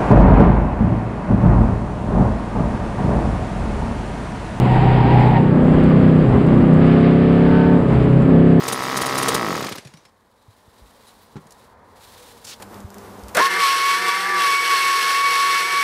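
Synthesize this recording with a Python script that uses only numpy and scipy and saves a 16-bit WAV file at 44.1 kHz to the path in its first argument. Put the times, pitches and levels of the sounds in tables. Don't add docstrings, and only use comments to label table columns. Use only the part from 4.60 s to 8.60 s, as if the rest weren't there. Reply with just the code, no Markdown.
import sys
import numpy as np
from scipy import signal
from scipy.fft import rfft, irfft
from scipy.io import wavfile
from scipy.ndimage import uniform_filter1d, minimum_filter1d

SR = 44100
rng = np.random.default_rng(int(sys.argv[2]) if len(sys.argv) > 2 else 0)


def store_wav(level_fs):
    pcm = np.round(np.clip(np.atleast_2d(level_fs), -1, 1) * 32767)
    wavfile.write(sys.argv[1], SR, pcm.T.astype(np.int16))


N = 176400


def undb(db):
    return 10 ** (np.asarray(db) / 20)


def unit(x):
    return x / np.sqrt(np.mean(x ** 2))


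def curve(table, column=1):
    rows = np.array(table, float)
    return np.interp(np.arange(N) / SR, rows[:, 0], rows[:, column])


def colour(x, spectrum):
    hz, db = np.array(spectrum, float).T
    bins_hz = np.maximum(np.arange(N // 2 + 1) * SR / N, 1)
    gain = undb(np.interp(np.log(bins_hz), np.log(hz), db))
    return unit(irfft(rfft(x) * gain, N))


def noise(spectrum):
    return colour(rng.standard_normal(N), spectrum)


def walk(rate_hz):
    steps = rng.standard_normal(4096)
    x = np.interp(np.arange(N) / SR * rate_hz, np.arange(len(steps)), steps)
    return unit(uniform_filter1d(x, max(int(SR / rate_hz / 2), 1)))


# (time [s], four-stroke cycle rate [Hz])
CYCLE_HZ = [(0.0, 31.24), (0.19, 31.41), (0.29, 31.66), (0.48, 30.88), (0.62, 31.45), (1.07, 31.11),
            (1.16, 31.92), (1.39, 31.88), (1.85, 31.27), (2.1, 31.29), (2.23, 32.45), (3.04, 34.74),
            (3.11, 34.77), (3.32, 32.53), (3.54, 32.31), (3.65, 33.34), (3.77, 33.02), (4.0, 33.5)]
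# (time [s], throttle [0-1])
THROTTLE = [(0, 0), (.44, .0), (.5, 0.35), (.56, 0.04), (.76, 0), (.84, 0.5), (1.02, 0.65), (1.3, .72),
            (1.38, 0.51), (1.46, 0.69), (1.62, 0.65), (1.7, 0.07), (1.8, 0.2), (1.87, 0.47), (2.1, 0.68),
            (2.25, 1), (3.17, 1.0), (3.24, .2), (3.6, .18), (3.72, 0.9), (4, 0.99)]
# (time [s], roughness [0-1])
ROUGHNESS = [(0, .24), (.7, .16), (.87, .28), (1.25, .13), (1.39, .33), (1.52, .14), (1.9, .34),
             (2.25, .09), (3.12, .07), (3.22, .32), (3.42, .15), (3.65, .28), (3.85, .1)]


def engine():
    cycle_hz, throttle, roughness = curve(CYCLE_HZ), curve(THROTTLE), curve(ROUGHNESS)
    wobble = 1 + .008 * roughness * walk(25)
    cycles = np.cumsum(cycle_hz * wobble) / SR
    firings = 8 * cycles
    pipes = exhaust(cycles, throttle, roughness) + burble(firings, roughness)
    return pipes + clatter(firings) + whine(cycles, cycle_hz) + rasp(cycles, throttle)


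# (order [x cycle rate], relative level [dB])
SHUT_DB = [(1, -17.5), (2, -18), (3, -24.5), (4, 3), (5, -5), (6, -8.5), (7, -13), (8, -15.5), (9, -26),
           (10, -24.5), (11, -15.5), (12, -26.5), (13, -13), (14, -20.5), (15, -25.5), (16, -30),
           (17, -25.5)]
TRAILING_DB = [(1, -23.5), (2, -17.5), (3, -19.5), (4, 2), (5, -4), (6, -9.5), (7, -7.5), (8, -10), (9, -9),
               (10, -14.5), (11, -13), (12, -16), (13, -7.5), (14, -18.5), (15, -34.5), (16, -26),
               (17, -13), (18, -34)]
PART_OPEN_DB = [(1, -23), (2, -19.5), (3, -13), (4, -10), (5, 1.5), (6, -2), (7, -5), (8, -1.5), (9, -9.5),
                (10, -12.5), (11, -7), (12, -17), (13, -13), (14, -19.5), (15, -18.5), (16, -11),
                (17, -19.5), (18, -18.5), (19, -16), (20, -23), (21, -25)]
WIDE_OPEN_DB = [(1, -25), (2, -23.5), (3, -12.5), (4, -7.5), (5, 1), (6, -8.5), (7, -3), (8, -2.5),
                (9, -13.5), (10, -15.5), (11, -7.5), (12, -20.5), (13, -8.5), (14, -20), (15, -16),
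                (16, -26.5), (17, -15), (18, -21), (19, -33.5), (20, -28.5), (21, -18.5), (22, -27),
                (23, -36)]
# (time [s], level [dB])
EXHAUST_DB = [(0, -14.5), (.3, -12), (.45, -14), (.62, -9.5), (.76, -12.5), (.85, -13.5), (1.05, -10.5),
              (1.6, -10.5), (1.67, -12), (1.8, -13.5), (1.87, -11.5), (2.2, -10), (3.15, -11), (3.25, -15),
              (3.52, -10.5), (3.64, -13.5), (3.74, -9.5), (4, -10)]
TONE_THROTTLES = (0, .2, .7, 1)
NEAR_BANK_SLOTS, FAR_BANK_GAIN, PIPE_LAG_RAD = (0, 3, 5, 6), .37, .017


def exhaust(cycles, throttle, roughness):
    slots = np.arange(8)
    bank_gain = np.where(np.isin(slots, NEAR_BANK_SLOTS), 1, FAR_BANK_GAIN)
    tones = np.zeros((len(TONE_THROTTLES), len(WIDE_OPEN_DB)))
    for tone, table in zip(tones, (SHUT_DB, TRAILING_DB, PART_OPEN_DB, WIDE_OPEN_DB)):
        gains = undb([db for _, db in table])
        tone[:len(gains)] = gains * np.sqrt(2 / np.sum(gains ** 2))
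    out = 0
    for order, gains in enumerate(tones.T, 1):
        banks = np.sum(bank_gain * np.exp(-2j * np.pi * order * slots / len(slots)))
        bank_rad = np.angle(banks + .0084)
        phase = 2 * np.pi * order * cycles + bank_rad - PIPE_LAG_RAD * order ** 2
        in_phase = (1 + roughness * walk(22.084)) * np.cos(phase)
        quadrature = roughness * walk(22) * np.sin(phase)
        out += np.interp(throttle, TONE_THROTTLES, gains) * (in_phase + quadrature)
    return out * undb(curve(EXHAUST_DB))


# (frequency [Hz], gain [dB])
BURBLE_SPECTRUM_DB = [(40, -23.5), (90, -10.5), (130, 4), (220, 12.5), (400, -1), (600, -8.5),
                      (1050, -10.5), (1500, -23), (2500, -36.5), (6000, -69.5), (15000, -100)]


def burble(firings, roughness):
    impulses = np.diff(np.floor(firings), prepend=0) * rng.standard_normal(N)
    return undb(-7.5) * roughness * colour(impulses, BURBLE_SPECTRUM_DB)


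# (time [s], relative level [dB])
CLATTER_DB = [(0, -40), (.25, -38), (.6, -36), (.8, -43), (.9, -43.5), (1.28, -38), (1.6, -41), (2.15, -41),
              (2.3, -35), (2.62, -38.5), (3.05, -37.5), (3.21, -44), (3.35, -39.5), (3.7, -43), (4, -43)]
# (frequency [Hz], gain [dB])
CLATTER_SPECTRUM_DB = [(300, 2.5), (700, 5), (900, -3.5), (1150, 2.5), (1450, -3), (2000, -4), (3000, -10),
                       (4000, -18.5), (4900, -24), (5900, -41.5), (9000, -58.5), (15000, -79)]


def clatter(firings, depth=.45, decay_firings=.35, gain_db=9.5, flicker_db=.6):
    pulses = 1 - depth + depth * np.exp(-(firings % 1) / decay_firings)
    rattle = colour(pulses * rng.standard_normal(N), CLATTER_SPECTRUM_DB)
    return rattle * undb(curve(CLATTER_DB) + gain_db + flicker_db * walk(30))


# (order [x cycle rate], level [dB])
WHINE_DB = [(26, -27), (44, -34), (49, -38)]


def whine(cycles, cycle_hz, onset_hz=33.9, full_hz=34.49):
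    fade = np.clip((cycle_hz - onset_hz) / (full_hz - onset_hz), 0, 1)
    return fade * sum(undb(db + 1.3 * walk(20)) * np.sin(2 * np.pi * order * cycles)
                      for order, db in WHINE_DB)


# (frequency [Hz], gain [dB])
RASP_SPECTRUM_DB = [(700, -1.5), (850, -9.5), (1000, 1.5), (1170, 3.5), (1380, -2), (1600, -4),
                    (1800, -5.5), (2100, -15.5), (3500, -22), (8000, -59)]


def rasp(cycles, throttle, full_db=-34, scatter_db=5):
    orders = np.arange(24, 110)
    gains = undb(scatter_db * rng.standard_normal(len(orders)))
    spectrum = np.zeros(4097, complex)
    spectrum[orders] = gains * np.exp(2j * np.pi * rng.random(len(orders)))
    pattern = irfft(spectrum)
    buzz = np.interp(cycles % 1, np.arange(len(pattern)) / len(pattern), pattern)
    return undb(full_db) * np.sqrt(throttle) * colour(buzz, RASP_SPECTRUM_DB)


# (time [s], front pitch [Hz], rear pitch [Hz], front level [dB], rear level [dB])
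SQUEAL_HZ_DB = [(0, 920, 693.5, -36, -23), (.1, 935, 735, -26.5, -21.5), (.22, 950, 775, -24.5, -22),
                (.31, 958.4, 770, -18.5, -29.5), (.43, 925, 766, -23.5, -23), (.52, 955, 800, -21, -22.5),
                (.62, 970, 838.5, -26.5, -18), (.7, 945, 865, -26.5, -23), (.77, 909, 884, -18.5, -38),
                (.82, 910, 860, -28, -36), (1.0, 880, 820, -44, -42), (1.2, 880, 820, -77, -81)]
# (frequency [Hz], gain [dB])
SCRUB_SPECTRUM_DB = [(400, -26), (620, -6), (740, 11.5), (960, 5.5), (1100, -11.5), (1400, -19), (1900, -6),
                     (2300, -8.5), (3200, -16.5), (4800, -29), (6000, -52), (15000, -91)]
FRONT_OCTAVE_DB, REAR_OCTAVE_DB = -12.5, -20


def tyres(wander=.011, jitter=.01, flutter_db=3, scrub_db=-4):
    front_hz, rear_hz = curve(SQUEAL_HZ_DB, 1), curve(SQUEAL_HZ_DB, 2)
    front, rear = undb(curve(SQUEAL_HZ_DB, 3)), undb(curve(SQUEAL_HZ_DB, 4))
    out = undb(scrub_db) * noise(SCRUB_SPECTRUM_DB) * np.hypot(front, rear)
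    for hz, gain, octave_db in ((front_hz, front, FRONT_OCTAVE_DB), (rear_hz, rear, REAR_OCTAVE_DB)):
        pitch_hz = hz * (1 + wander * walk(45) + jitter * walk(250))
        phase = 2 * np.pi * np.cumsum(pitch_hz) / SR
        flutter = unit(undb(flutter_db * walk(30)))
        out += gain * flutter * (np.sin(phase) + undb(octave_db) * np.sin(2 * phase))
    return out


# (time [s], level [dB])
ROAD_DB = [(0, -17), (.2, -22), (.62, -24), (.85, -25.5), (1.08, -18), (1.3, -19.5), (1.6, -22),
           (1.7, -18.5), (1.92, -22), (2.1, -19.5), (2.55, -30), (2.95, -22), (3.1, -29), (3.22, -22.5),
           (3.45, -21.5), (4, -29.5)]
# (frequency [Hz], gain [dB])
ROAD_SPECTRUM_DB = [(15, -11.5), (30, -5.5), (65, 2.5), (85, 1.5), (130, -3.5), (300, -9), (600, -10.5),
                    (1000, -18), (2000, -31.5), (5000, -66), (15000, -94)]


def road(flicker_db=2.1):
    return noise(ROAD_SPECTRUM_DB) * undb(curve(ROAD_DB) + flicker_db * walk(12))


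# (time [s], level [dB])
WIND_DB = [(0, -55), (.1, -54.5), (.45, -58), (.6, -54.5), (.8, -59.5), (.95, -60), (1.08, -57.5),
           (1.35, -58.5), (1.85, -57), (2.05, -58.5), (2.5, -60), (3.15, -59), (3.3, -57), (3.6, -58),
           (3.75, -60.5), (4, -60.5)]
# (frequency [Hz], gain [dB])
HISS_SPECTRUM_DB = [(2000, -5.5), (5000, -1), (5900, -9), (6400, -7), (7200, 0), (8000, 0.5), (9000, -6),
                    (10500, -6.5), (11400, -14.5), (13000, -16.5), (15500, -26)]


def wind(buffet_db=.7):
    return noise(HISS_SPECTRUM_DB) * undb(curve(WIND_DB) + buffet_db * walk(40))


# (time [s], level [dB])
GRIT_DB = [(.6, -52), (1.236, -48), (1.865, -51), (2.135, -51), (2.265, -53), (3.328, -51), (3.62, -52)]


def grit(decay_s=.012):
    t = np.arange(N) / SR
    envelope = sum(undb(db) * (t >= hit_s) * np.exp(-np.abs(t - hit_s) / decay_s)
                   for hit_s, db in GRIT_DB)
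    return noise(HISS_SPECTRUM_DB) * envelope


def scene():
    return (engine() + tyres() + road() + wind() + grit())[None]


def record(dry):
    ceiling, window_samples, cutoff_hz = .92, 256, 15700
    needed_gain = np.minimum(1, ceiling / (np.abs(dry) + 1e-9))
    gain = uniform_filter1d(minimum_filter1d(needed_gain, window_samples), window_samples)
    lowpass = signal.ellip(8, .2, 70, cutoff_hz, fs=SR, output="sos")
    return signal.sosfilt(lowpass, dry * gain)


dry = scene()
out = record(dry)
store_wav(out)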